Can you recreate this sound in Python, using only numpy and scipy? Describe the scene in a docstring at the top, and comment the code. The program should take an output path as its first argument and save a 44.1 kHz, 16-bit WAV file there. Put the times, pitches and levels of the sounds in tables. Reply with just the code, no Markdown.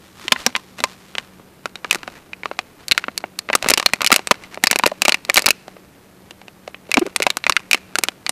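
"""Buckling of a thin plastic bottle

A thin plastic bottle is squeezed and kneaded close by in a quiet yard with a far-off motor.
Creases buckle in bunches as short bursts of dense wall modes, with fine crinkle between them.
Broad panels flex with a hollow note of sagging harmonics; sliding fingers are filtered random slips.
Resonators add the notes of the still round bottle; the loud snaps overload the microphone.
"""
import sys
import numpy as np
from scipy import signal
from scipy.fft import rfft, irfft, next_fast_len
from scipy.io import wavfile
from scipy.ndimage import uniform_filter1d

SR = 44100
rng = np.random.default_rng(int(sys.argv[2]) if len(sys.argv) > 2 else 0)


def write(x):
    x = np.atleast_2d(x).T
    wavfile.write(sys.argv[1], SR, np.round(np.clip(x, -1, 1) * 32767).astype(np.int16))


N = 366471  # samples

# Open air of the yard: (frequency [Hz], relative density [dB per Hz])
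YARD_SPECTRUM = [(20, -27), (40, -27), (65, -9.5), (150, -4), (190, -7), (230, -5.5), (380, -6), (700, -14),
                 (2000, -22.5), (5500, -29), (14500, -28.5)]
# Drone of the far-off motor: (multiple of the shaft speed [-], level [dB])
MOTOR_HARMONICS = [(2, -66.5), (4, -71.5), (5, -55), (8, -73)]
# Fingers slide to a new grip: (middle [s], half length [s], relative level [dB])
FINGER_SLIDES = [(0.226, 0.053, -38.5), (0.41, .05, -36.5), (0.787, 0.0099, -35.5), (0.906, .04, -42.5),
                 (1.203, 0.24, -51), (1.99, .1, -45.5), (2.153, 0.042, -39), (2.81, 0.039, -43),
                 (3.68, 0.05, -28), (4.435, 0.042, -43), (4.533, 0.025, -36)]
# Rubbing of the round bottle, with its broad resonances: (frequency [Hz], relative density [dB per Hz])
ROUND_RUB_SPECTRUM = [(200, -8), (800, -7.5), (1150, -1.5), (1600, -6), (2080, -6), (2700, -7.5),
                      (3500, -6.5), (7000, -13.5), (14500, -24.5)]
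# Rubbing of the crushed bottle: (frequency [Hz], relative density [dB per Hz])
CRUSHED_RUB_SPECTRUM = [(200, 5.5), (1200, 2.5), (2300, 0), (3300, -5.5), (4100, -6), (14500, -22.5)]
# Broad panels that bend and swing: (start [s], relative level [dB], mean pitch [Hz], length [s])
PANEL_FLEXES = [(0.248, -30, 332, 0.014), (6.975, -7, 278, 0.014), (7.013, -9, 352, 0.02),
                (7.054, -21, 410, 0.011), (7.071, -23, 344, 0.0092)]
# Notes of the round bottle: (frequency [Hz], gain at resonance [dB], decay by 60 dB [s])
BOTTLE_MODES = [(247, 5.5, 0.081), (1044, 2, 0.071), (1647, -9, 0.024), (2066, -1, 0.03),
                (3596, -11, 0.065)]
# Colour of every snap, from the wall and from the microphone, which dips near 3.3 kHz and rises near 4 kHz:
# (frequency [Hz], relative density [dB per Hz])
SNAP_SPECTRUM = [(200.0, -3.5), (280.0, -1), (450.0, 2), (800.0, 0), (1300.0, 0.5), (1650.0, -1),
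                 (2100.0, 1), (2700.0, 2), (3300.0, -5.5), (4000.0, -1.5), (5200.0, -7), (7500.0, -10),
                 (11000.0, -19), (14500.0, -24.5)]
# Snapping creases: (time [s], relative level [dB], pitch of the buckling facet [Hz],
# low-frequency body [dB], high-frequency edge [dB])
CREASE_SNAPS = [(0.2812, -9.5, 3220, -15.5, -5), (0.321, 8.5, 3240, -10.5, 3.5),
                (0.361, -15.5, 1600, -9, -37), (0.464, 2, 5600, -3, 7.5), (0.5517, -6.5, 3500, -16, -33),
                (0.563, -9.5, 1040, -17, 0), (0.79, -24.5, 2780, 3, -8), (0.8038, -17, 3670, 3, 5),
                (0.8391, 0, 920, -12.5, -0.5), (1.1524, -16, 3200, -7.5, -10), (1.183, -9, 3300, -10.5, -8),
                (1.3969, -34.5, 1400, 29, -10), (1.6571, -12, 1360, 2, 0), (1.756, -20, 3800, -4, -1),
                (1.8456, -13.5, 1360, -2, -12), (1.9103, 1, 2730, -13, 5.5), (1.9283, -11.5, 2070, 0, 14),
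                (1.947, -11, 2100, 0, 10), (1.9559, -15.5, 1540, 9.5, 12), (2.0318, -20.5, 1390, -3, -8),
                (2.0773, -17, 1400, 5, -8), (2.333, -17.5, 2470, -14, -19), (2.4338, -18, 2080, -5, -23),
                (2.4572, -12, 1070, -2.5, -16.5), (2.514, -15.5, 1230, 11, -19),
                (2.5904, -8.5, 725, -11, -9.5), (2.8827, -13, 4330, -25, 18), (2.9128, -1, 4080, -27, -6),
                (2.9195, 3.5, 4000, -34, -4.5), (2.978, -2, 1490, -20, -3.5), (3.04, -14.5, 1400, -14, -26),
                (3.0826, -12, 1550, 5.5, -33), (3.1775, -8.5, 4500, -10, 18), (3.2398, -14, 790, -1.5, -61),
                (3.3897, -10, 4420, -12, 15.5), (3.4888, -15, 1760, -3, -22), (3.5006, -8, 810, -1, -26),
                (3.5305, -6, 2200, -7, -4), (3.537, -8, 1980, -4, -25), (3.5521, 4, 1180, 1, 17),
                (3.6259, -12, 710, -12, 4), (3.6446, -12.5, 1000, -5, -8), (3.6613, -10.5, 1520, 12, -13),
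                (3.687, 0, 2250, -13, 17.5), (3.7001, -3, 10800, -5, 7), (3.7047, 1, 500, -7, 16.5),
                (3.7149, -6.5, 350, -6, -10), (3.7373, 3.5, 5100, -10, 5.5), (3.7752, -5, 2820, -1, 8),
                (3.779, -7.5, 3000, 0, 14), (3.7982, -7.5, 790, -9.5, 2), (3.8274, -14.5, 1100, -8, -2),
                (3.8608, 5.5, 4260, -7.5, 5), (3.935, -0.5, 2250, -1, 5.5), (4.0075, -12, 1100, -8, -12),
                (4.0176, -5, 980, -14, 4), (4.031, -18, 1200, -1, -19), (4.0455, -5.5, 2320, -1, 12.5),
                (4.0638, -3, 3200, -31, 11), (4.0725, -3.5, 5000, -23, 9), (4.104, -10, 810, -3, -8),
                (4.1176, 5, 1400, -13.5, 2), (4.126, 7, 2250, -1.5, 13.5), (4.1417, -6, 11000, -8, 4),
                (4.1614, 1.5, 2700, -2, 18.5), (4.193, -17, 770, 1, -5), (4.2725, -10, 8400, -6, 6),
                (4.3102, 4, 1044, 0.5, 2), (4.314, 0.5, 715, -9.5, 2), (4.437, -27.5, 2030, -15, 2),
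                (4.5441, -23, 2010, -5, 6), (4.5746, -19, 840, 4, -24), (4.6382, 4, 1930, 1, 16.5),
                (4.659, -21, 4400, -11, 2), (4.6702, 2, 4900, -14.5, 2), (4.702, -20, 2500, -15, -6),
                (4.712, 2.5, 2060, -2, 18), (4.7296, -8, 740, -11, -5), (4.759, -4.5, 2500, 4.5, 11),
                (4.7888, -8, 2300, -4, 24), (4.796, -8.5, 746, -9.5, -31), (4.8366, -2, 1095, -1.5, -8),
                (4.8594, -5.5, 2660, -3, -10), (4.863, 0.5, 340, -3, 8.5), (4.8746, -11, 1900, 6.5, 14.5),
                (4.9161, -14.5, 820, 14, -4), (5.0196, 0.5, 2620, -6, 15), (5.052, -5, 2740, -1, 13),
                (5.056, -6, 2400, -7, 4), (5.0817, 2.5, 820, -3.5, 8), (5.0936, 0, 2830, -10.5, 4),
                (5.112, -50, 2800, -13, 5), (5.1217, -2.5, 4400, -10, -2), (5.1439, -4, 2440, -10.5, 1.5),
                (5.2502, -21, 4300, -8.5, 10), (5.293, -19, 604, 6, -22), (5.298, 0, 2160, -3.5, 2.5),
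                (5.343, -5, 11900, -9.5, 22), (5.3588, -5.5, 3020, -6, 8), (5.369, 1, 4300, -5.5, 18),
                (5.375, 2.5, 2160, 2, 3), (5.3804, -1, 1690, -5.5, 9), (5.3929, -8, 2210, -2, 13),
                (5.4212, -14.5, 4740, 3, 20), (5.4425, -19.5, 2300, 5.5, 0), (5.46, 1.5, 2330, -7.5, 18),
                (5.4653, 3, 4700, -8, 8.5), (5.48, -9, 1100, 1.5, -23.5), (5.4867, -2, 10600, -6.5, 5.5),
                (5.506, 4.5, 2530, -9, 12.5), (5.6805, -24.5, 760, 5.5, -1), (5.7666, -31.5, 595, 3.5, -24),
                (6.3088, -25.5, 3140, 1.5, 5.5), (6.4158, -32, 750, -5, -9.5), (6.4819, -27, 2770, 4.5, -3),
                (6.6771, -20, 575, 1.5, -4.5), (6.745, -22, 3040, -10, -36), (6.893, -25.5, 410, 16, -17),
                (6.9156, -7, 2390, -15, 7), (6.9416, -2, 2250, -9, 7.5), (6.958, -28, 330, 13, 0),
                (6.9708, 0.5, 720, -5, -10), (6.9774, -7.5, 880, 12, -10), (6.994, -16, 2800, -14, 21),
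                (7.0652, -18, 2230, 15, 11), (7.0735, -24.5, 1400, 21, -10), (7.1618, -2.5, 9200, -12, 4),
                (7.2014, -11, 360, 2, -1), (7.2221, -5.5, 2300, -10, 1), (7.228, -9, 2960, -10, 17),
                (7.237, -17, 2200, -10, 1), (7.2668, 2.5, 744, -6, -9), (7.303, -5.5, 3780, -13, 6.5),
                (7.37, -8.5, 1350, 1, 15.5), (7.44, -12, 3950, -16, -20), (7.4663, -3, 2210, -1.5, -11),
                (7.4961, 1.5, 1100, -6, 5), (7.5228, -9, 4500, -29, -5), (7.5658, 1.5, 1500, -32, -15.5),
                (7.7123, -2, 2540, -16, 9), (7.7316, 4.5, 2520, -13, 5.5), (7.7459, -2.5, 2600, -3.5, 2),
                (7.9557, -6, 1480, -7.5, 4), (7.9865, -4, 9000, 2.5, 11), (8.0367, -2, 2320, -2, 20.5),
                (8.0856, -7.5, 3300, -4, 0.5), (8.2649, -10, 4460, -15, -5), (8.2933, -6, 9000, -1, 13.5)]

AIR_DB, SHAFT_HZ = -49, 37.6  # rms level of the air; mean shaft speed
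CRUSHED_AT_S = 1.31  # from here on the wall is too creased to hold a note
# The skin creeps a little at rest, and more while the wall gives way (relative levels)
REST_DB, CREEP_DB, GIVE_S = -51.5, -33, 0.11
# Nominal 60 dB decay of a lone crease; each neighbour within about CROWD_S adds a share; a round wall
# rings longer by a factor
RING_S, CROWD_S, PER_NEIGHBOUR, ROUND_RING_FACTOR = 0.019, 0.03, 0.059, 1.16
# The lowest note of the wall climbs as kneading divides it into ever smaller panels
LOWEST_HZ, STIFFEN_HZ_PER_S = 160.5, 9
EDGE_HZ, TOP_HZ = 14700, 16000  # band limits of the microphone


def gain_of(db):
    """Level: converts decibels to an amplitude ratio."""
    return 10 ** (np.asarray(db) / 20)


def evened(x):
    """Normalization: scales a signal to unit rms."""
    return x / np.sqrt(np.mean(x ** 2) + 1e-20)


def read(points, hz):
    """Interpolation: reads a spectrum on a logarithmic frequency axis."""
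    f, value = np.transpose(points)
    return np.interp(np.log(hz + 1), np.log(f + 1), value)


def add(mix, s, sound):
    """Superposition: adds a sound to the mix at time s."""
    part = mix[max(round(s * SR), 0):][:len(sound)]
    part += sound[:len(part)]


def coloured(x, points):
    """Linear filtering: gives a steady sound a spectrum, at unit rms."""
    size = next_fast_len(N)
    gain = gain_of(read(points, np.fft.rfftfreq(size, 1 / SR)))
    return evened(irfft(rfft(x, size) * gain, size)[:N])


def wander(per_s):
    """Random modulation: joins per_s random values a second by lines, at unit rms."""
    knots = rng.standard_normal(4000)
    return evened(np.interp(np.arange(N) / SR * per_s, np.arange(len(knots)), knots))


def causal(gain):
    """Causality: the minimum-phase response rings after a blow, never before."""
    log_gain = np.log(np.maximum(gain, gain.max() * 1e-5))
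    circle = np.r_[log_gain, log_gain[-2:0:-1]]
    return np.exp(np.conj(signal.hilbert(circle)))[:len(gain)]


def low_pass(x, hz):
    """Band limitation: a steep linear-phase filter."""
    return signal.oaconvolve(x, signal.firwin(301, hz, window=("kaiser", 8), fs=SR), "same")


def yard(waver_hz=0.16):
    """Stationary noise and rotation: an outdoor wash with the harmonics of a wavering shaft."""
    air = gain_of(AIR_DB) * coloured(rng.standard_normal(N), YARD_SPECTRUM)
    shaft = 2 * np.pi * np.cumsum(SHAFT_HZ + waver_hz * wander(11)) / SR
    drone = 0
    for multiple, db in MOTOR_HARMONICS:
        harmonic = np.sin(round(multiple) * shaft) * (1 + 0.24 * wander(5))
        drone = drone + gain_of(db) * evened(harmonic)
    return air + drone


def roundness(fade_s=0.19):
    """Loss of shape: falls from 1 for a round bottle to 0 for a crushed one."""
    return np.clip((CRUSHED_AT_S - np.arange(N) / SR) / fade_s, 0, 1)


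def sliding():
    """Sliding contact: each slide of the fingers swells and fades as a Gaussian."""
    t = np.arange(N) / SR
    return sum(gain_of(db) * np.exp(-((t - s) / half) ** 2) for s, half, db in FINGER_SLIDES)


def strain(snaps, seconds):
    """Yielding: the wall gives way in step with the smoothed strength of its snaps."""
    span = int(seconds * SR)
    power = np.tanh(snaps) ** 2
    return np.sqrt(abs(uniform_filter1d(uniform_filter1d(power, span), span)))


def fingers(snaps, crushed_db=-3, round_db=-1, grains_per_s=2500, grain_db=2.5, unsteady_db=1.0, patchy_db=0.95):
    """Stick-slip friction: skin drags over the plastic in countless small slips."""
    grain_gain = gain_of(grain_db * np.minimum(rng.exponential(1, N), 4))
    slips = rng.standard_normal(N) * grain_gain * (rng.random(N) < grains_per_s / SR)
    creep = gain_of(CREEP_DB) * strain(snaps, GIVE_S)
    drag = np.sqrt(gain_of(REST_DB) ** 2 + creep ** 2 + sliding() ** 2)
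    whole = gain_of(round_db) * coloured(slips, ROUND_RUB_SPECTRUM)
    crushed = gain_of(crushed_db) * coloured(slips, CRUSHED_RUB_SPECTRUM)
    grip_db = unsteady_db * wander(57) + patchy_db * wander(17)  # the skin catches and lets go
    return drag * gain_of(grip_db) * (roundness() * whole + (1 - roundness()) * crushed)


def stray_ticks(snaps, per_s=22, level_db=-17, slide_db=12, linger_s=0.083, low_hz=900, high_hz=4200):
    """Random buckling: now and then a strained facet gives way between the big snaps."""
    load = strain(snaps, linger_s) + gain_of(slide_db) * sliding()
    out = np.zeros(N)
    for i in np.flatnonzero(rng.random(N) < per_s / SR):
        hz = low_hz * (high_hz / low_hz) ** rng.random()
        add(out, i / SR, load[i] * snap(level_db, hz, RING_S, -2.5, -2))
    return out


def crinkle(snaps, per_s=170, level_db=-22, slide_db=12, spread_db=4, linger_s=0.029, count=12):
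    """Crackling noise: tiny creases yield close around big ones and under sliding fingers."""
    load = strain(snaps, linger_s) + gain_of(slide_db) * sliding()
    sizes = gain_of(spread_db * np.minimum(rng.exponential(1, N), 3)) * load
    times = np.flatnonzero(rng.random(N) < per_s / SR)
    facets = [snap(level_db, hz, 0.016, -2.2, 2) for hz in np.geomspace(600, 4500, count)]
    which = rng.integers(0, count, N)
    out = np.zeros(N)
    for i in times:
        add(out, i / SR + linger_s / 2, sizes[i] * facets[which[i]])
    return out


def panels(overtone_db_per_octave=-17, sag=0.04, creak_db=-17, creak_hz=2200, partials=6):
    """Nonlinear flexure: a wide panel swings a few cycles, its note sagging and its folds creaking."""
    out = np.zeros(N)
    for s, db, hz, length in PANEL_FLEXES:
        u = np.arange(0, 1, 1 / (length * SR))  # fraction of the flex
        phase = 2 * np.pi * hz * length * (u + sag * u * (1 - u))
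        # the stiff wall bends unevenly, which adds overtones
        swing = sum(gain_of(overtone_db_per_octave * np.log2(k)) * np.sin(k * phase)
                    for k in range(1, partials + 1))
        noise = rng.standard_normal(len(u))
        creak = evened(signal.lfilter(*signal.butter(3, creak_hz, fs=SR), noise))
        swell = np.sin(np.pi * u)
        add(out, s, gain_of(db) * swell * (swing + gain_of(creak_db) * abs(swing) * creak))
    return out


def notes(x):
    """Resonance: every snap sets the damped modes of the still round bottle ringing."""
    t = np.arange(SR // 8) / SR
    ringing = 0
    for hz, db, t60 in BOTTLE_MODES:
        unit_peak = np.log(1e6) / (t60 * SR)  # makes the gain at resonance independent of the decay
        ringing = ringing + gain_of(db - 60 * t / t60) * np.sin(2 * np.pi * hz * t) * unit_peak
    return signal.oaconvolve(x * roundness(), ringing)[:N]


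def snap(db, pitch_hz, ring, body_db, edge_db, facet_db=9, facet_share=0.11, least_width_hz=320,
         damping=0.25, low_cut_hz=190, bounce_db=1.5, round_trip_s=0.001198, kick_db=0.5, kick_s=0.00086,
         size=4096):
    """Buckling: released energy excites dense wall modes, strongest around the note of the facet."""
    t, hz = np.arange(size) / SR, np.fft.rfftfreq(size, 1 / SR) + 1
    octave = np.log2(hz / 2500)
    width_squared = least_width_hz ** 2 + (facet_share * pitch_hz) ** 2
    facet = facet_db * np.exp(-(hz - pitch_hz) ** 2 / width_squared)
    body = body_db * np.clip(-(octave + 0.24) / 2, 0, 1)
    edge = edge_db * np.clip(octave / 2.23, 0, 1)
    # one bounce along the bottle cuts ridges into the spectrum; the path differs from crease to crease
    ridges = bounce_db * np.cos(2 * np.pi * hz * round_trip_s * (0.5 + rng.random()))
    spectrum_db = read(SNAP_SPECTRUM, hz) + facet + body + edge + ridges
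    colour = evened(gain_of(spectrum_db) / np.hypot(1, (low_cut_hz / hz) ** 4))
    # low modes ring longer than high ones
    noise, low_share = rng.standard_normal(size), np.clip(0.4 - octave / 5, 0, 1)
    kick = 1 + gain_of(kick_db) * np.exp(-t / kick_s)  # the first push of the buckle is the hardest
    slow, fast = (rfft(noise * kick * gain_of(-60 * t / (ring * k))) for k in (1.05, 0.48))
    burst = low_share * slow + (1 - low_share) * fast
    # the sudden buckle feeds all regions of the spectrum alike
    burst_power = uniform_filter1d(abs(burst) ** 2, size=70) + 1e-12
    ring_samples = SR * ring * 2 ** (-damping * octave) / np.log(1e6)
    response = causal(colour * np.sqrt(ring_samples / burst_power))
    return gain_of(db) * irfft(burst * response)[:size // 2]


def ring_time(s):
    """Damping: a crease rings longer among neighbours and on a round wall."""
    neighbours = sum(np.exp(-((s - row[0]) / CROWD_S) ** 2) for row in CREASE_SNAPS) - 1  # less itself
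    round_factor = ROUND_RING_FACTOR if s < CRUSHED_AT_S else 1
    return RING_S * (1 + PER_NEIGHBOUR * neighbours) * round_factor


def creases():
    """Conservation of energy: in each distinct snap a longer ring spreads the same energy."""
    out = np.zeros(N)
    for s, db, pitch_hz, body_db, edge_db in CREASE_SNAPS:
        ring, lowest_hz = ring_time(s), LOWEST_HZ + STIFFEN_HZ_PER_S * s
        burst = snap(db, pitch_hz, ring, body_db, edge_db, low_cut_hz=lowest_hz)
        add(out, s, np.sqrt(RING_S / ring) * burst)
    return out


def tail(x, t60, dull_hz, delay):
    """Diffuse reflection: delayed random echoes die away with dulled treble."""
    t = np.arange(SR // 2) / SR
    onset = np.clip(2 * t / delay - 1, 0, 1) ** 2
    taps = rng.standard_normal(len(t)) * gain_of(-60 * t / t60) * onset
    taps = signal.lfilter(*signal.butter(1, dull_hz, fs=SR), taps / np.linalg.norm(taps))
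    return signal.oaconvolve(x, taps)[:N]


def scene(inside_db=-17, yard_echo_db=-36):
    """Superposition: snaps bounce briefly inside the bottle; the open yard returns very little."""
    snaps, flexes = creases(), panels()
    bottle = snaps + notes(snaps) + flexes + crinkle(snaps + flexes)
    inside = gain_of(inside_db) * tail(bottle, t60=0.022, dull_hz=16000, delay=0.004)
    echo = gain_of(yard_echo_db) * tail(bottle, t60=0.81, dull_hz=6000, delay=0.029)
    mix = bottle + inside + echo + fingers(snaps) + yard() + stray_ticks(snaps)
    return np.tile(mix, (2, 1))


def record(dry, lopsided=0.031, splash_db=-12, ceiling=0.98):
    """Overload: one microphone clips hard and lopsidedly, adding a soft thud to the loudest snaps."""
    clipped = np.clip(low_pass(dry.mean(0), EDGE_HZ), -ceiling, ceiling - lopsided)
    band = low_pass(clipped, EDGE_HZ)
    # only a little of the overload splashes past the band edge
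    splash = gain_of(splash_db) * (clipped - band)
    return np.tile(low_pass(band + splash, TOP_HZ), (2, 1))


dry = scene()
out = record(dry)
write(out)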